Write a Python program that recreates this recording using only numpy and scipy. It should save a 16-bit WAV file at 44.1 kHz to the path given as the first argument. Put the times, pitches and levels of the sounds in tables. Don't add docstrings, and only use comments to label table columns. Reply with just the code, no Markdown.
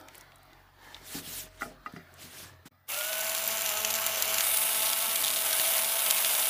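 import sys
import numpy as np
from scipy import signal
from scipy.fft import rfft, irfft
from scipy.io import wavfile
from scipy.ndimage import uniform_filter1d

SR = 44100
rng = np.random.default_rng(int(sys.argv[2]) if len(sys.argv) > 2 else 0)


def master(y):
    cut = np.clip(np.atleast_2d(y).T, -1, 1)
    pcm = np.round(cut * 32767)
    wavfile.write(sys.argv[1], SR, pcm.astype(np.int16))


N = 286209
T = np.arange(N) / SR

# (time [s], gear hiss [dB], crystal feed [dB])
MILL_LEVELS = [(2.87, -56, -50), (2.89, -32.5, -46), (2.94, -32.5, -35.5), (3.5, -30.5, -34.5),
               (3.95, -30.5, -30.5), (4.56, -26.5, -35.5), (5.13, -29, -32.5), (5.26, -29.5, -28.5),
               (5.77, -25, -36), (5.83, -28, -36.5), (6.33, -26, -31), (6.49, -27, -36)]
# (time [s], tilt [0 slanted - 1 upright])
MILL_TILT = [(2.87, 0.42), (3.6, 0.068), (3.7, .02), (4.4, 0.024), (4.45, 1), (5.0, 0.81), (5.7, 0.77),
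             (6.49, 0.82)]
# (frequency [Hz], slanted gain [dB], upright gain [dB])
CRYSTAL_COLOUR = [(200, -52, -19), (1510, -17, -11), (2500, -9, -4), (3300, -4, 2), (5400, -4.5, -2),
                  (5960, 0.5, -3), (7530, 1.5, -6), (7800, -5.5, -7.5), (9900, -3.5, -3.5),
                  (13700, 0.5, -6.5), (16000, -17, -1)]
# (time [s], peak before that colour [dB], treble tilt [dB per octave])
LARGE_CRACKS = [(2.943, -18, -6), (3.0092, -12, -12), (3.1317, -13, -11), (3.1559, -19, -14),
                (3.1873, -17, 7), (3.208, -14, 2), (3.295, -12, 2), (3.349, -12, -2), (3.4766, -7.5, 13),
                (3.5063, -17, 0), (3.6605, -10.5, -3), (3.772, -10.5, -5), (3.8482, -5.5, -6.5),
                (3.9083, -7, -1), (4.0021, -27, 0), (4.041, -17, -9), (4.064, -6, -1), (4.224, -4.5, -0.5),
                (4.2777, -14, 3), (4.3424, -12, -2), (4.3833, -7, -4), (4.4072, -7.5, -5.5),
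                (4.4508, -18, -0.5), (4.5716, -1.5, 7), (4.859, -11.5, 0), (4.892, -12, 1),
                (4.932, -7, -1.5), (4.9892, -12, 2), (5.1584, -7, 0.5), (5.2157, -16, 8), (5.2398, -8, 0),
                (5.2473, -5, 0), (5.2686, -32, -2), (5.303, -10.5, -3), (5.311, -9, 4), (5.34, -15, 9),
                (5.3755, -20, 7), (5.5301, -8, 1), (5.5974, -11, -8), (5.7031, -11, 9), (5.7807, -8.5, 2),
                (5.8456, -8.5, 0), (6.063, -13, -3), (6.1092, -1, 2.5), (6.247, -7.5, -3.5)]
# (frequency [Hz], relative level [dB])
GEARS_SLANTED = [(70, -32), (250, -25.5), (480, -21.5), (620, -9.5), (1000, -11), (1900, -13.5),
                 (4300, -14), (8200, -19), (9500, -12), (15800, -7.5)]
# (frequency [Hz], relative level [dB])
GEARS_UPRIGHT = [(70, -66), (250, -26), (480, -23.5), (620, -9.5), (1000, -12.5), (1900, -15),
                 (4300, -17.5), (7900, -10), (9000, -6), (15800, -9)]
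# (frequency [Hz], width [Hz], slanted lift [dB], upright lift [dB])
HOUSING_RESONANCES = [(1530, 220, 3.5, 2.5), (2220, 240, 5.5, 8.5), (2800, 640, 8, 6.5),
                      (3650, 580, 0.5, 10), (4820, 120, 0.5, 5), (6120, 530, 7.5, -2), (7250, 600, 8.5, -4),
                      (10660, 560, -2, 5.5), (11300, 400, -0.5, 1.5), (14200, 1100, -5.5, 5)]
# (order [cycles per turn], spinning up [dB], slanted [dB], upright [dB])
SHAFT_ORDERS = [(1, -72.5, -62, -64), (2, -77, -61.5, -62.5), (3, -44.5, -45.5, -46),
                (4, -70, -50.5, -51.5), (5, -67, -53, -53.5), (6, -60, -53, -52), (7, -45.5, -57, -57.5),
                (13, -52, -57, -50.5), (14, -50, -51.5, -54)]
# (time [s], gain [dB])
MAIN_SWELL = [(2.87, -2), (2.95, -1.5), (3.15, 3.5), (3.4, 0.5), (3.7, 2), (4.0, -0.5), (4.3, 0.5),
              (4.6, -1.5), (5.2, -3.5), (5.7, 2.5), (6.0, -0.5), (6.49, -3.5)]
# (time [s], scale of the speed dip [turns per s])
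BURR_JAMS = [(3.28, 1.96), (3.66, 14), (4.06, 5.87), (4.161, 8.2), (4.51, 6), (4.72, 6), (5.17, 7.9),
             (5.26, 6.06), (5.47, 8.9), (5.7, 3.02), (6.03, 10.6), (6.33, 9)]
# (fastest at [s], level [dB], hold [s], rise [dB per s], fall [dB per s])
SLIDE_STROKES = [(0.17, -54, .01, 130, 120), (0.533, -64, .005, 600, 150), (0.845, -55.5, .15, 220, 120),
                 (1.07, -42.5, .04, 400, 300), (1.143, -34.5, 0.044, 166, 380), (1.282, -36, .08, 172, 320),
                 (1.366, -32, 0.035, 100, 298), (1.58, -56, .02, 60, 300), (1.616, -41, 0.0043, 600, 178),
                 (1.86, -56, .005, 1300, 400), (1.967, -56, .005, 160, 340), (2.22, -43.5, .02, 270, 140),
                 (2.391, -41.5, 0.035, 76, 181), (2.659, -49.5, 0.034, 1800, 3004)]
# (frequency [Hz], relative level [dB])
PEEL_COLOUR = [(180, -39.5), (300, 9.5), (462, -9.5), (622, -3), (688, -1), (1010, -3), (1770, 0.5),
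               (2590, -3.5), (2910, -1.5), (15000, -10.5), (15800, -4.5)]
# (time [s], peak [dB], centre [Hz], treble gain [dB])
WET_SMACKS = [(.012, -44, 5800, -19), (0.0848, -33, 2500, -26), (.147, -36, 3000, -12),
              (.1535, -34, 9000, 2), (.18, -33, 9000, 7), (0.21, -35.5, 4000, -7), (0.32, -43.5, 3000, -35),
              (.358, -36.5, 9500, 2), (.432, -46, 10000, 0), (.532, -46, 4470, -26), (.945, -29, 4570, -62),
              (0.966, -38, 2000, -33), (1.455, -40, 8000, -3), (1.576, -51, 3450, -35),
              (1.925, -43, 9000, -1), (2.14, -40, 9250, -5)]
# (time [s], peak [dB], hardness [0-1], damping [0 free - 1 held])
BOARD_THUMPS = [(1.147, -30, 0.27, 0.14), (1.27, -41.5, 0.14, 0.26), (1.44, -46, 0.1, 0.94),
                (1.619, -31.5, 0.98, 0.26), (1.659, -38.5, 0.66, 0.42), (1.71, -43, 0.5, 0.19),
                (1.865, -41.5, 1, 0.19), (1.937, -35.5, 0, 0.89), (1.963, -37, 0.32, 0.26),
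                (2.241, -45.5, 0.03, 0.24), (2.429, -44.5, .05, 0.5), (2.657, -43.5, 0.4, 0.3)]
# (frequency [Hz], relative level [dB], base t60 [s])
BOARD_MODES = [(167.3, -6, 0.2), (196, -3, 0.085), (247.7, -2, 0.23), (283, 1, 0.13), (375, 0.5, 0.14),
               (431, 0, 0.18), (531, -6.5, 0.3), (612, -1.5, 0.27), (693, 1.5, 0.23), (814, 6, 0.1)]
# (time [s], peak [dB], damping [0 free - 1 held], treble tilt [dB per octave])
KNIFE_KNOCKS = [(1.61, -32, 0.26, -4), (1.6191, -20.5, 0.38, -1), (1.629, -27, .45, -13),
                (1.654, -37, .5, -16), (1.861, -26.5, .65, -4), (1.871, -42, 0.39, 10),
                (1.9624, -35, 1, 8.5), (1.978, -46, .3, 4), (1.996, -47, .3, 7), (2.007, -51, .2, 3)]
# (frequency [Hz], relative level [dB], base t60 [s])
KNIFE_MODES = [(1242, -3, 0.2), (1354, 9.5, 0.057), (1400, 6, 0.087), (1770, -5, 0.19), (1945, 7, 0.085),
               (2034, 1, 0.12), (2400, -16, 0.33), (2760, -8.5, 0.13), (3980, -40, 0.55), (4830, -28, 0.64),
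               (5100, -25, 0.31), (5800, -30, 0.17)]
# (frequency [Hz], width of the waver [Hz])
DRONE_LINES = [(44.5, 1.4), (91, 4.7), (136, 5.54), (631, 5.7)]
# (time [s], 45 Hz line [dB], 91 Hz line [dB], 136 Hz line [dB], 631 Hz line [dB])
DRONE_SWELLS = [(0, -72, -65, -74, -59), (.27, -70, -71, -71, -86), (.45, -68, -66, -70.5, -69),
                (.7, -68, -69, -72.5, -79), (1.15, -65, -61.5, -68.5, -65), (1.5, -64, -64, -70, -64.5),
                (1.68, -59, -74, -69, -56), (1.8, -64, -79, -68, -78), (2.0, -85, -65, -70, -71),
                (2.45, -74, -56.5, -65, -67), (2.75, -90, -72, -77, -79), (3.5, -80, -65.5, -70, -95),
                (4.5, -74, -63.5, -69, -117), (4.8, -81, -74.5, -81, -95), (5.9, -81, -74, -73, -95),
                (6.1, -90, -86, -79, -95), (6.49, -84, -82, -78, -95)]
# (time [s], level [dB])
AIR_LEVELS = [(0.0, -56), (0.25, -58), (.56, -59), (.72, -64.5), (0.84, -57), (0.95, -53.5), (1.09, -63),
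              (1.15, -47.5), (1.35, -81), (1.62, -66), (1.8, -62), (1.9, -55), (2.05, -58.5), (2.36, -64),
              (2.45, -57.5), (2.68, -68), (2.86, -69.5), (3.5, -55), (3.85, -61), (4.76, -53.5),
              (5.49, -47.5), (6.07, -59), (6.2, -56), (6.49, -58)]
# (frequency [Hz], relative level [dB])
AIR_COLOUR = [(15, -48), (25, -14), (113, -12.5), (194, -12.5), (300, -6), (420, -16), (587, -10.5),
              (769, -7), (1010, -8), (1730, -6.5), (2520, -18), (4100, -16.5), (7630, -33.5), (15800, -24)]
# (frequency [Hz], relative level [dB]), then its overall level
SELF_NOISE, SELF_NOISE_DB = [(3000, -29), (8000, -13), (12500, -11), (13300, -3), (15500, 10)], -68

SWITCH_ON_S, WHINE_RISE_S, SETTLE_S = 2.87, 0.099, 0.38
START_HZ, FREE_HZ, SPIN_UP_S = 158, 224.7, .065
CREEP_SHARE, CREEP_S = .33, .42
MAIN_ORDER, WANDER_DB = 3, 2.5
MESH_ORDER, MESH_SLIP = 13, .012
TOUCH_DB = -67.5
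BRIGHT_AT_DB, BRIGHT_PER_DB = -50.5, 0.24
FIZZ_PER_S, FIZZ_UNTIL_S, FIZZ_DB, FIZZ_HZ = 20, .55, -50, 11500
CUT_FROM_S, CUT_TO_S, CUT_FADE_S = 2.686, 2.708, 0.009


def salt_crystals():
    _, feed_db = played(MILL_LEVELS)
    t = np.arange(512) / SR
    splinters = rng.standard_normal((24, 512)) * snap_and_tail(t, 0.0016, tail_db=-11, tail_t60=0.012)
    chance = np.clip(300 * gain_of(6 * drift(27)) / SR, 0, 1)
    sizes = gain_of(3.5 * np.minimum(rng.exponential(1, N), 3.6))
    impulses = sizes * (rng.random(N) < chance)
    kind = rng.integers(0, len(splinters), N)
    crunch = sum(signal.oaconvolve(impulses * (kind == k), g)[:N] for k, g in enumerate(splinters))
    breaks = gain_of(feed_db) * evened(crunch)
    envelope = snap_and_tail(t, 0.0024, tail_db=-9, tail_t60=.02) * (1 - np.exp(-t / 0.00039))
    for s, db, tilt_db in LARGE_CRACKS:
        crack = coloured(rng.standard_normal(512) * envelope, [(2000, -tilt_db), (16000, 2 * tilt_db)])
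        add(breaks, s, gain_of(db) * crack[:-len(t) // 8] / abs(crack).max())
    hz, slanted, upright = np.transpose(CRYSTAL_COLOUR)
    up = uprightness()
    return (1 - up) * coloured(breaks, np.c_[hz, slanted]) + up * coloured(breaks, np.c_[hz, upright])


def gear_hiss():
    hiss_db, _ = played(MILL_LEVELS)
    return hiss(gear_colour, patchy_db=0.98, flicker_db=1) * gain_of(hiss_db + 1.57 * drift(245))


def gear_colour(hz, t):
    up = uprightness(t)
    lifts = sum((slanted + up * (upright - slanted)) / (1 + (2 * (hz - f) / width) ** 2)
                for f, width, slanted, upright in HOUSING_RESONANCES)
    return read(GEARS_SLANTED, hz) * (1 - up) + read(GEARS_UPRIGHT, hz) * up + lifts


def motor():
    speed = shaft_speed() * (1 + 0.0065 * drift(29.85))
    mesh_speed = speed * (1 + MESH_SLIP * drift(60.3))
    shaft_phase, mesh_phase = 2 * np.pi * np.cumsum([speed, mesh_speed], axis=1) / SR
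    up = uprightness()
    on_s = np.maximum(T - SWITCH_ON_S, 0)
    fresh = np.exp(-(on_s / SETTLE_S) ** 2)
    out = np.zeros(N)
    for order, spin_db, slanted_db, upright_db in SHAFT_ORDERS:
        steady_db = slanted_db + up * (upright_db - slanted_db)
        swell_db = played(MAIN_SWELL)[0] if order == MAIN_ORDER else WANDER_DB * drift(2.7)
        db = steady_db + fresh * (spin_db - steady_db) + swell_db + 1.9 * drift(24)
        phase = mesh_phase if order >= MESH_ORDER else shaft_phase
        out += np.sqrt(2) * gain_of(db) * np.sin(order * phase + order ** 2)
    return out * np.minimum(on_s / WHINE_RISE_S, 1)


def shaft_speed(jam_fall_s=.02, jam_recover_s=.25):
    on_s = np.maximum(T - SWITCH_ON_S, 0)
    lag = (1 - CREEP_SHARE) * np.exp(-on_s / SPIN_UP_S) + CREEP_SHARE * np.exp(-on_s / CREEP_S)
    speed = FREE_HZ - (FREE_HZ - START_HZ) * lag
    for s, loss in BURR_JAMS:
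        after = np.maximum(T - s, 0)
        speed -= loss * (1 - np.exp(-after / jam_fall_s)) * np.exp(-after / jam_recover_s)
    return speed


def uprightness(t=T):
    return np.clip(played(MILL_TILT, t)[0], 0, 1)


def sliding_peel():
    def rub_colour(hz, t):
        octaves = np.log2(np.maximum(hz, 820) / 6000)
        return read(PEEL_COLOUR, hz) + BRIGHT_PER_DB * (rub_db(t) - BRIGHT_AT_DB) * octaves

    rub = hiss(rub_colour, patchy_db=2, flicker_db=0.4, size=256)
    return gain_of(rub_db(T)) * rub * (T < CUT_FROM_S + CUT_FADE_S)


def rub_db(t):
    strokes = [db - rise * np.maximum(s - t, 0) - fall * np.maximum(t - s - hold, 0)
               for s, db, hold, rise, fall in SLIDE_STROKES]
    return np.maximum(np.max(strokes, axis=0), TOUCH_DB)


def lemon_juice():
    t = np.arange(2048) / SR
    gaps, sizes = rng.exponential(1, (40, 2)).T
    fizz = [(s, FIZZ_DB + 2.5 * size, FIZZ_HZ, 0)
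            for s, size in zip(np.cumsum(gaps) / FIZZ_PER_S, sizes) if s < FIZZ_UNTIL_S]
    envelope = snap_and_tail(t, 0.0025, tail_db=-14, tail_t60=0.023) * (1 - np.exp(-t / 0.00031))
    out = np.zeros(N)
    for s, db, hz, treble_db in WET_SMACKS + fizz:
        band = [(hz / 4, -30), (hz / 1.4, -4), (hz * 0.81, 0), (17000, treble_db)]
        smack = coloured(rng.standard_normal(2048) * envelope, band)
        add(out, s, gain_of(db) * smack[:len(t) // 2] / abs(smack).max())
    return out


def board_thumps():
    out = np.zeros(N)
    for s, db, hardness, damping in BOARD_THUMPS:
        thump = ring(BOARD_MODES, 15.6 * (hardness - 1), faster=0.44 + 1.8 * damping, spread=0.017)
        add(out, s, gain_of(db) * thump)
    return out


def knife_knocks():
    out = np.zeros(N)
    for s, db, damping, tilt_db in KNIFE_KNOCKS:
        add(out, s, gain_of(db) * ring(KNIFE_MODES, tilt_db, faster=0.9 + 3.1 * damping, spread=0.0124))
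    return out


def far_machine():
    out = np.zeros(N)
    for db, (hz, width) in zip(played(DRONE_SWELLS), DRONE_LINES):
        level = np.sqrt(2) * gain_of(db + 3.4 * drift(8.4))
        pitch_hz = hz + width * drift(4.3) / 2
        out += level * np.sin(2 * np.pi * np.cumsum(pitch_hz) / SR)
    return out


def yard_air():
    air = hiss(lambda hz, t: read(AIR_COLOUR, hz), patchy_db=4.2, flicker_db=0.51, size=2048)
    return gain_of(played(AIR_LEVELS)[0]) * air


def ring(modes, tilt_db, faster, spread):
    t = np.arange(round(.4 * SR)) / SR
    x = np.zeros(len(t))
    for hz, db, t60 in modes:
        lot, shift, phase = rng.uniform(-0.98, 1, 3)
        start_db = db + 5.9 * lot + tilt_db * np.log2(hz / modes[0][0])
        cycles = hz * (1 + spread * shift) * t + 0.2 * phase
        x += gain_of(start_db - 60 * faster * t / t60) * np.sin(2 * np.pi * cycles)
    x *= 1 - np.exp(-t / 0.001)
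    return x / abs(x).max()


def snap_and_tail(t, t60, tail_db, tail_t60):
    return gain_of(-60 * t / t60) + gain_of(tail_db - 60 * t / tail_t60)


def hiss(colour_db, patchy_db, flicker_db, size=512):
    hop = size // 4
    frames, hz = N // hop + 5, np.fft.rfftfreq(size, 1 / SR)[:, None]
    real, imag, patches = rng.standard_normal((frames, len(hz), 3)).T
    patches = evened(uniform_filter1d(uniform_filter1d(patches, 8, 0), 16, 1))
    shape = gain_of(colour_db(hz, np.arange(frames) * hop / SR) + np.zeros(frames))
    shape /= np.sqrt((shape ** 2).mean(0))
    unevenness = gain_of(patchy_db * patches + flicker_db * rng.standard_normal(frames))
    spectra = (real + 1j * imag) * shape * unevenness
    return evened(signal.istft(spectra, nperseg=size, noverlap=size - hop)[1][:N])


def drift(rate_hz):
    return evened(signal.lfilter(*signal.butter(2, rate_hz, fs=SR), rng.standard_normal(N)))


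def coloured(x, points):
    return irfft(rfft(x) * gain_of(read(points, np.fft.rfftfreq(len(x), 1 / SR))), len(x))


def read(points, hz):
    f, value = np.transpose(points)
    return np.interp(np.log(hz + 1), np.log(f + 1), value)


def played(rows, t=T):
    s, *columns = np.transpose(rows)
    return [np.interp(t, s, c) for c in columns]


def add(mix, s, sound):
    part = mix[round(s * SR):][:len(sound)]
    part += sound[:len(part)]


def gain_of(db):
    return 10 ** (np.asarray(db) / 20)


def evened(x):
    return x / np.sqrt(np.mean(x ** 2) + 1e-20)


def scene():
    background = yard_air() + far_machine()
    hands = sliding_peel() + lemon_juice() + board_thumps() + knife_knocks()
    running = np.clip((T - SWITCH_ON_S) / 0.026, 0, 1)
    mill = running * (motor() + gear_hiss() + salt_crystals())
    return (background + hands + mill)[None]


def record(dry):
    noisy = dry + gain_of(SELF_NOISE_DB) * evened(coloured(rng.standard_normal(N), SELF_NOISE))
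    mute = np.clip(np.maximum(CUT_FROM_S - T, T - CUT_TO_S) / CUT_FADE_S, .01, 1)
    low_cut = signal.butter(4, 36, "high", fs=SR, output="sos")
    high_cut = signal.firwin(2047, 15500, window=("kaiser", 8), fs=SR)
    return signal.oaconvolve(signal.sosfilt(low_cut, noisy * mute), high_cut[None], "same")


dry = scene()
out = record(dry)
master(out)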